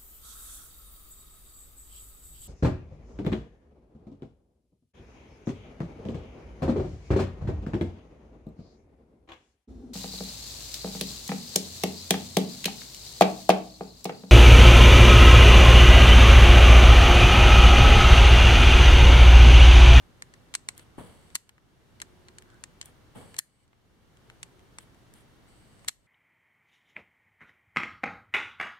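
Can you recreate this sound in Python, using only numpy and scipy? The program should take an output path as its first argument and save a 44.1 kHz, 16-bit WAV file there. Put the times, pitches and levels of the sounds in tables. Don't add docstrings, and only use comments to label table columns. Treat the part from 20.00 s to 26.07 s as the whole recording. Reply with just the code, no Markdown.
import sys
import numpy as np
from scipy import signal
from scipy.fft import rfft, irfft
from scipy.io import wavfile
from scipy.ndimage import uniform_filter1d

SR = 44100
rng = np.random.default_rng(int(sys.argv[2]) if len(sys.argv) > 2 else 0)


def put_to_file(sound):
    columns = np.atleast_2d(sound).T
    safe = np.clip(columns, -1, 1)
    whole_steps = np.round(safe * 32767)
    wavfile.write(sys.argv[1], SR, whole_steps.astype(np.int16))


N = 267598
TIME = np.arange(N) / SR
FREQS = np.fft.rfftfreq(N, 1 / SR)


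def amp(db):
    return 10 ** (np.asarray(db) / 20)


def unit(x):
    return x / np.sqrt(np.mean(x ** 2) + 1e-20)


def read(points, hz):
    f, value = np.transpose(points)
    return np.interp(np.log(hz + 1), np.log(f + 1), value)


def peak(hz, centre_hz, width_hz):
    return 1 / (1 + (2 * (hz - centre_hz) / width_hz) ** 2)


def add(mix, s, sound):
    part = mix[:, max(round(s * SR), 0):][:, :sound.shape[1]]
    part += sound[:, :part.shape[1]]


def causal(gain):
    cepstrum = irfft(np.log(gain + 1e-5))
    half = cepstrum.shape[-1] // 2
    cepstrum[..., 1:half] *= 2
    cepstrum[..., half + 1:] = 0
    return np.exp(rfft(cepstrum))


def noise(gain):
    # (frequency [Hz], likeness [0-1])
    likeness = [(30, 0.13), (300, 0.55), (1000, 0.24), (3000, 0.11), (12000, 0.27)]
    left, other = rfft(rng.standard_normal((2, N)))
    same = read(likeness, FREQS)
    right = same * left + np.sqrt(1 - same ** 2) * other
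    return unit(irfft(np.array([left, right]) * gain, N))


def gate(start, end, fade_s):
    return np.clip(np.minimum(TIME - start, end - TIME) / fade_s, 0, 1)


def background(air_db=-58, hum_hz=120, hum_db=-71):
    # (frequency [Hz], relative level [dB])
    air_tone = [(12, -41), (20, -6), (43, -1), (116, -1), (262, -7), (357, -8.5), (410, -10), (574, -13.5),
                (1400, -17.5), (2460, -22), (2820, -22), (7520, -31.5), (9140, -32.5), (14700, -39),
                (16000, -43.5)]
    # (start [s], end [s], pitch [Hz], width [Hz], level [dB])
    drone_spans = [(1.996, 2.717, 361, 34.5, -68), (2.424, 2.646, 1530, 300, -65),
                   (4.44, 4.77, 360, 50, -71)]
    air = amp(air_db) * noise(amp(read(air_tone, FREQS)))
    hum = amp(hum_db) * np.sqrt(2) * np.sin(2 * np.pi * (hum_hz * TIME + rng.random()))
    drones = sum(amp(db) * gate(start, end, fade_s=0.1) * noise(peak(FREQS, hz, width))
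                 for start, end, hz, width, db in drone_spans)
    return air + hum + drones


def seam_slip(s, db, tilt_db, cut_hz, spot, size=2048):
    # (frequency [Hz], relative level [dB])
    shell_tone = [(60, -2), (300, -5.5), (600, -10.5), (950, -2), (1400, 1.5), (2100, 7), (3000, -0.5),
                  (3700, -2), (4300, -1), (6000, 0), (7300, 5), (8900, -3), (12000, -2), (15500, -13.5)]
    # (pitch [Hz], width [Hz], greatest boost [dB])
    panel_modes = [(925, 590, 10.5), (1770, 360, 11.5), (3130, 1100, 11.5), (4200, 370, 10), (8120, 430, 9),
                   (9210, 780, 11)]
    lead_s, build_s, creep_s, creep_share = 0.008, 0.00049, 0.0023, 0.26
    slip_s, rattle_s, rattle_share = 0.00053, 0.0044, 0.14
    t = np.arange(size) / SR - lead_s
    hz = np.fft.rfftfreq(size, 1 / SR)
    creep = creep_share * amp(db) * np.exp(-abs(t) / creep_s)
    build = np.maximum(np.exp(-abs(t) / build_s), creep)
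    rattle = rattle_share * np.exp(-abs(t) / rattle_s)
    release = (np.exp(-abs(t) / slip_s) + rattle) / (1 + rattle_share)
    shared, *own = rng.standard_normal((3, size))
    burst = rfft((shared + np.array(own)) * np.where(t < 0, build, release))
    burst /= np.sqrt(uniform_filter1d(abs(burst) ** 2, size=60, axis=1))
    modes_db = sum(boost * np.cos(np.pi * k * spot) ** 2 * peak(hz, centre, width)
                   for k, (centre, width, boost) in enumerate(panel_modes, 1))
    octaves = np.log2(np.maximum(hz, 1000) / 4000)
    tone = amp(read(shell_tone, hz) + modes_db + tilt_db * octaves)
    tone /= np.sqrt(1 + (hz / cut_hz) ** 12)
    lag = np.exp(-2j * np.pi * hz * np.array([[0], [0.00022]]))
    fade = np.minimum(np.linspace(2, 0, size), 1) ** 2
    sound = irfft(burst * causal(tone) * lag) * fade
    return s - lead_s, amp(db) * unit(sound) * np.sqrt(SR / 1e3 / size)


def shell_clicks(left_db=1.0, right_db=0.0):
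    # (time [s], level [dB], tilt toward treble [dB per octave],
    # treble cut-off [Hz], spot along the panel [0-1], strength of the second slip [0-1])
    clicks = [(0.2229, -29, 0, 10100, 0.47, 0.07), (0.339, -43, 1, 9550, .46, 0.4),
              (0.5407, -26.5, 1.5, 10300, .27, 0.4), (0.552, -14, 3.5, 9300, 0.21, 0.07),
              (0.688, -19.5, 1.5, 10200, .22, 0.19), (0.779, -38.5, 10, 16000, 0.27, 0.0027),
              (0.7952, -43.5, -0.5, 10200, 0.21, 0.45), (1.355, -7, 3.5, 11800, 0.24, 0.3),
              (1.4931, -35, 1, 13700, .05, .15), (1.581, -45, -6.5, 16000, 0.1, 0.43),
              (2.002, -37, 0, 10200, 0.27, 0), (2.0179, -26, 2, 11100, 0.44, 0.51),
              (2.285, -43, -0.5, 8550, 0.25, 0.62), (2.385, -36.5, 2.5, 10500, 0.43, .1),
              (2.423, -47, -1, 16000, .38, 0.1), (2.6389, -29.5, 3, 8200, .16, 0),
              (2.814, -28, 4.5, 8700, .28, 0.07), (2.8275, -42.5, 2, 7500, .4, .4),
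              (2.858, -40, 9, 14800, .18, 0), (3.3433, -41, 0, 16000, 0.05, 0.5),
              (3.3661, -37.5, 1.5, 11000, 0.26, .1), (3.3904, -4, 3.5, 13230, .5, 0.14),
              (3.7315, -46.5, -10.5, 16200, 0.28, 0), (4.3004, -40, -6, 12600, 0.31, .1),
              (4.4305, -29.5, 3, 10000, .36, 0.33), (4.7858, -32, 0, 9700, 0.19, 0.15),
              (5.139, -46.5, 7, 12700, 0.1, 0), (5.847, -46, -2, 16100, 0.13, 0),
              (5.886, -4, 4, 11400, 0.24, 0.33)]
    gap_s, load_gap_s, duller_db = 0.0037, 0.004, 3
    strays_per_s, stray_db, spread_db = 2.5, -55.5, 3
    out = np.zeros((2, N))
    for s, db, tilt_db, cut_hz, spot, again in clicks:
        add(out, *seam_slip(s, db, tilt_db, cut_hz, spot))
        second_s = s + gap_s + load_gap_s * amp(db)
        start, second = seam_slip(second_s, db, tilt_db - duller_db, cut_hz, spot)
        add(out, start, again * second)
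    for when, softness, spot in rng.random((round(strays_per_s * N / SR), 3)):
        db = stray_db - spread_db * (2 * softness - 1)
        add(out, *seam_slip(when * N / SR, db, tilt_db=0, cut_hz=9200, spot=spot))
    return (out + room_echo(out)) * amp([[left_db], [right_db]])


def room_echo(x, ring_s=0.24, echo_db=-25, size=22050):
    t = np.arange(size) / SR
    tail = rng.standard_normal((2, size)) * amp(-60 * t / ring_s) * np.clip(t / 0.006, 0, 1)
    tail /= np.linalg.norm(tail[0])
    return amp(echo_db) * signal.fftconvolve(x, tail, axes=1)[:, :N]


def skin_rubs(rise_s=0.017, fade_db_per_s=64.5, release_s=0.018, grain_db=2, creak_db=-8):
    # (start [s], length [s], level [dB])
    slides = [(0.759, 0.064, -58), (0.971, 0.44, -55.5), (2.839, .05, -58.5), (3.145, 0.26, -56.5),
              (4.787, .04, -60), (5.138, 0.079, -61.5)]
    # (frequency [Hz], relative level [dB])
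    hiss_tone = [(100, -14.5), (1500, 2.5), (3200, 0), (4500, -7), (6000, -16.5), (7500, -4), (8400, 0),
                 (10000, 0), (12000, -8.5), (15500, -16)]
    loudness = np.zeros(N)
    for start, length, db in slides:
        age = np.maximum(TIME - start, 0)
        slowing = amp(db - fade_db_per_s * age)
        letting_go = np.exp(-np.maximum(age - length, 0) / release_s)
        loudness += slowing * np.minimum(age / rise_s, 1) * letting_go
    grain = amp(grain_db * unit(uniform_filter1d(rng.standard_normal(N), size=120)))
    creak = amp(creak_db) * noise(peak(FREQS, centre_hz=3200, width_hz=700))
    hiss = noise(amp(read(hiss_tone, FREQS)))
    return loudness * unit(grain) * (hiss + creak)


def hand_bumps(settle_db=-9, settle_slowdown=3, knock_hz=333, knock_ring_s=0.043, knock_db=5.5):
    # (time [s], level [dB], rise time [s], fade time [s])
    bumps = [(0.791, -59, 0.0037, 0.023), (0.981, -38.5, 0.0015, 0.044), (2.885, -55, 0.0028, 0.02),
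             (3.146, -43, 0.018, 0.036), (3.2, -47.5, 0.009, 0.049)]
    # (frequency [Hz], relative level [dB])
    bump_tone = [(20, -19.5), (90, 0), (230, -2), (340, -10.5), (460, -4.5), (700, -12.5), (850, -11.5),
                 (1300, -18.5), (2200, -26.5), (5000, -53.5), (16000, -75.5)]
    power, knock = np.zeros((2, N))
    for s, db, rise, decay in bumps:
        age = np.maximum(TIME - s, 0)
        fall = np.maximum(age - rise, 0) / decay
        settle = amp(settle_db) * np.exp(-fall / settle_slowdown)
        power += (amp(db) * np.minimum(age / rise, 1) * np.hypot(np.exp(-fall), settle)) ** 2
        suddenness = np.exp(-rise / 0.0022)
        ring = amp(db + knock_db - 60 * age / knock_ring_s)
        knock += suddenness * ring * np.sin(2 * np.pi * knock_hz * age)
    return np.sqrt(power) * noise(amp(read(bump_tone, FREQS))) + knock


def lens_motor(surge_db=5, surge_s=0.09, whine_db=-4):
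    # (start [s], end [s], level [dB])
    zooms = [(1.0, 1.51, -70.5), (3.155, 3.66, -67), (5.466, 6.1, -71.5)]
    # (pitch [Hz], width [Hz], relative level [dB])
    motor_modes = [(1000, 700, -8), (2230, 180, 5.5), (3000, 89, 7.5), (4480, 500, 1.5), (7900, 440, 2.5),
                   (8520, 530, -15.5), (9900, 820, -5), (11110, 380, -13.5)]
    drive = np.zeros(N)
    for start, end, db in zooms:
        surge = surge_db * np.exp(-abs(TIME - start) / surge_s)
        drive += amp(db + surge) * gate(start, end, fade_s=0.017)
    power = sum(amp(db) ** 2 * peak(FREQS, hz, width) for hz, width, db in motor_modes)
    whir = noise(np.sqrt(power))
    whine = amp(whine_db) * noise(peak(FREQS, centre_hz=8330, width_hz=800))
    return drive * (whir + whine)


def scene():
    return shell_clicks() + hand_bumps() + skin_rubs() + lens_motor() + background()


def record(dry, limit_db=-20.0, recovery_db_per_s=15, top_hz=16000):
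    # (frequency [Hz], width [Hz], depth [0-1])
    notches = [(2510, 90, .7), (5010, 90, .75), (7520, 90, .75), (10020, 90, .75)]
    tone = np.prod([1 - depth * peak(FREQS, hz, width) for hz, width, depth in notches], axis=0)
    heard = irfft(rfft(dry) * causal(tone), N)
    power = uniform_filter1d((heard ** 2).mean(0), size=66)
    level_db = 10 * np.log10(abs(power) + 1e-12)
    recovery = recovery_db_per_s * TIME
    held_db = np.maximum.accumulate(level_db + recovery) - recovery
    over_db = np.maximum(held_db - limit_db, 0)
    limited = heard * amp(-uniform_filter1d(over_db, size=20))
    treble_cut = signal.firwin(255, top_hz, window=("kaiser", 8), fs=SR)
    return signal.oaconvolve(limited, treble_cut[None], "same", axes=1)


dry = scene()
out = record(dry)
put_to_file(out)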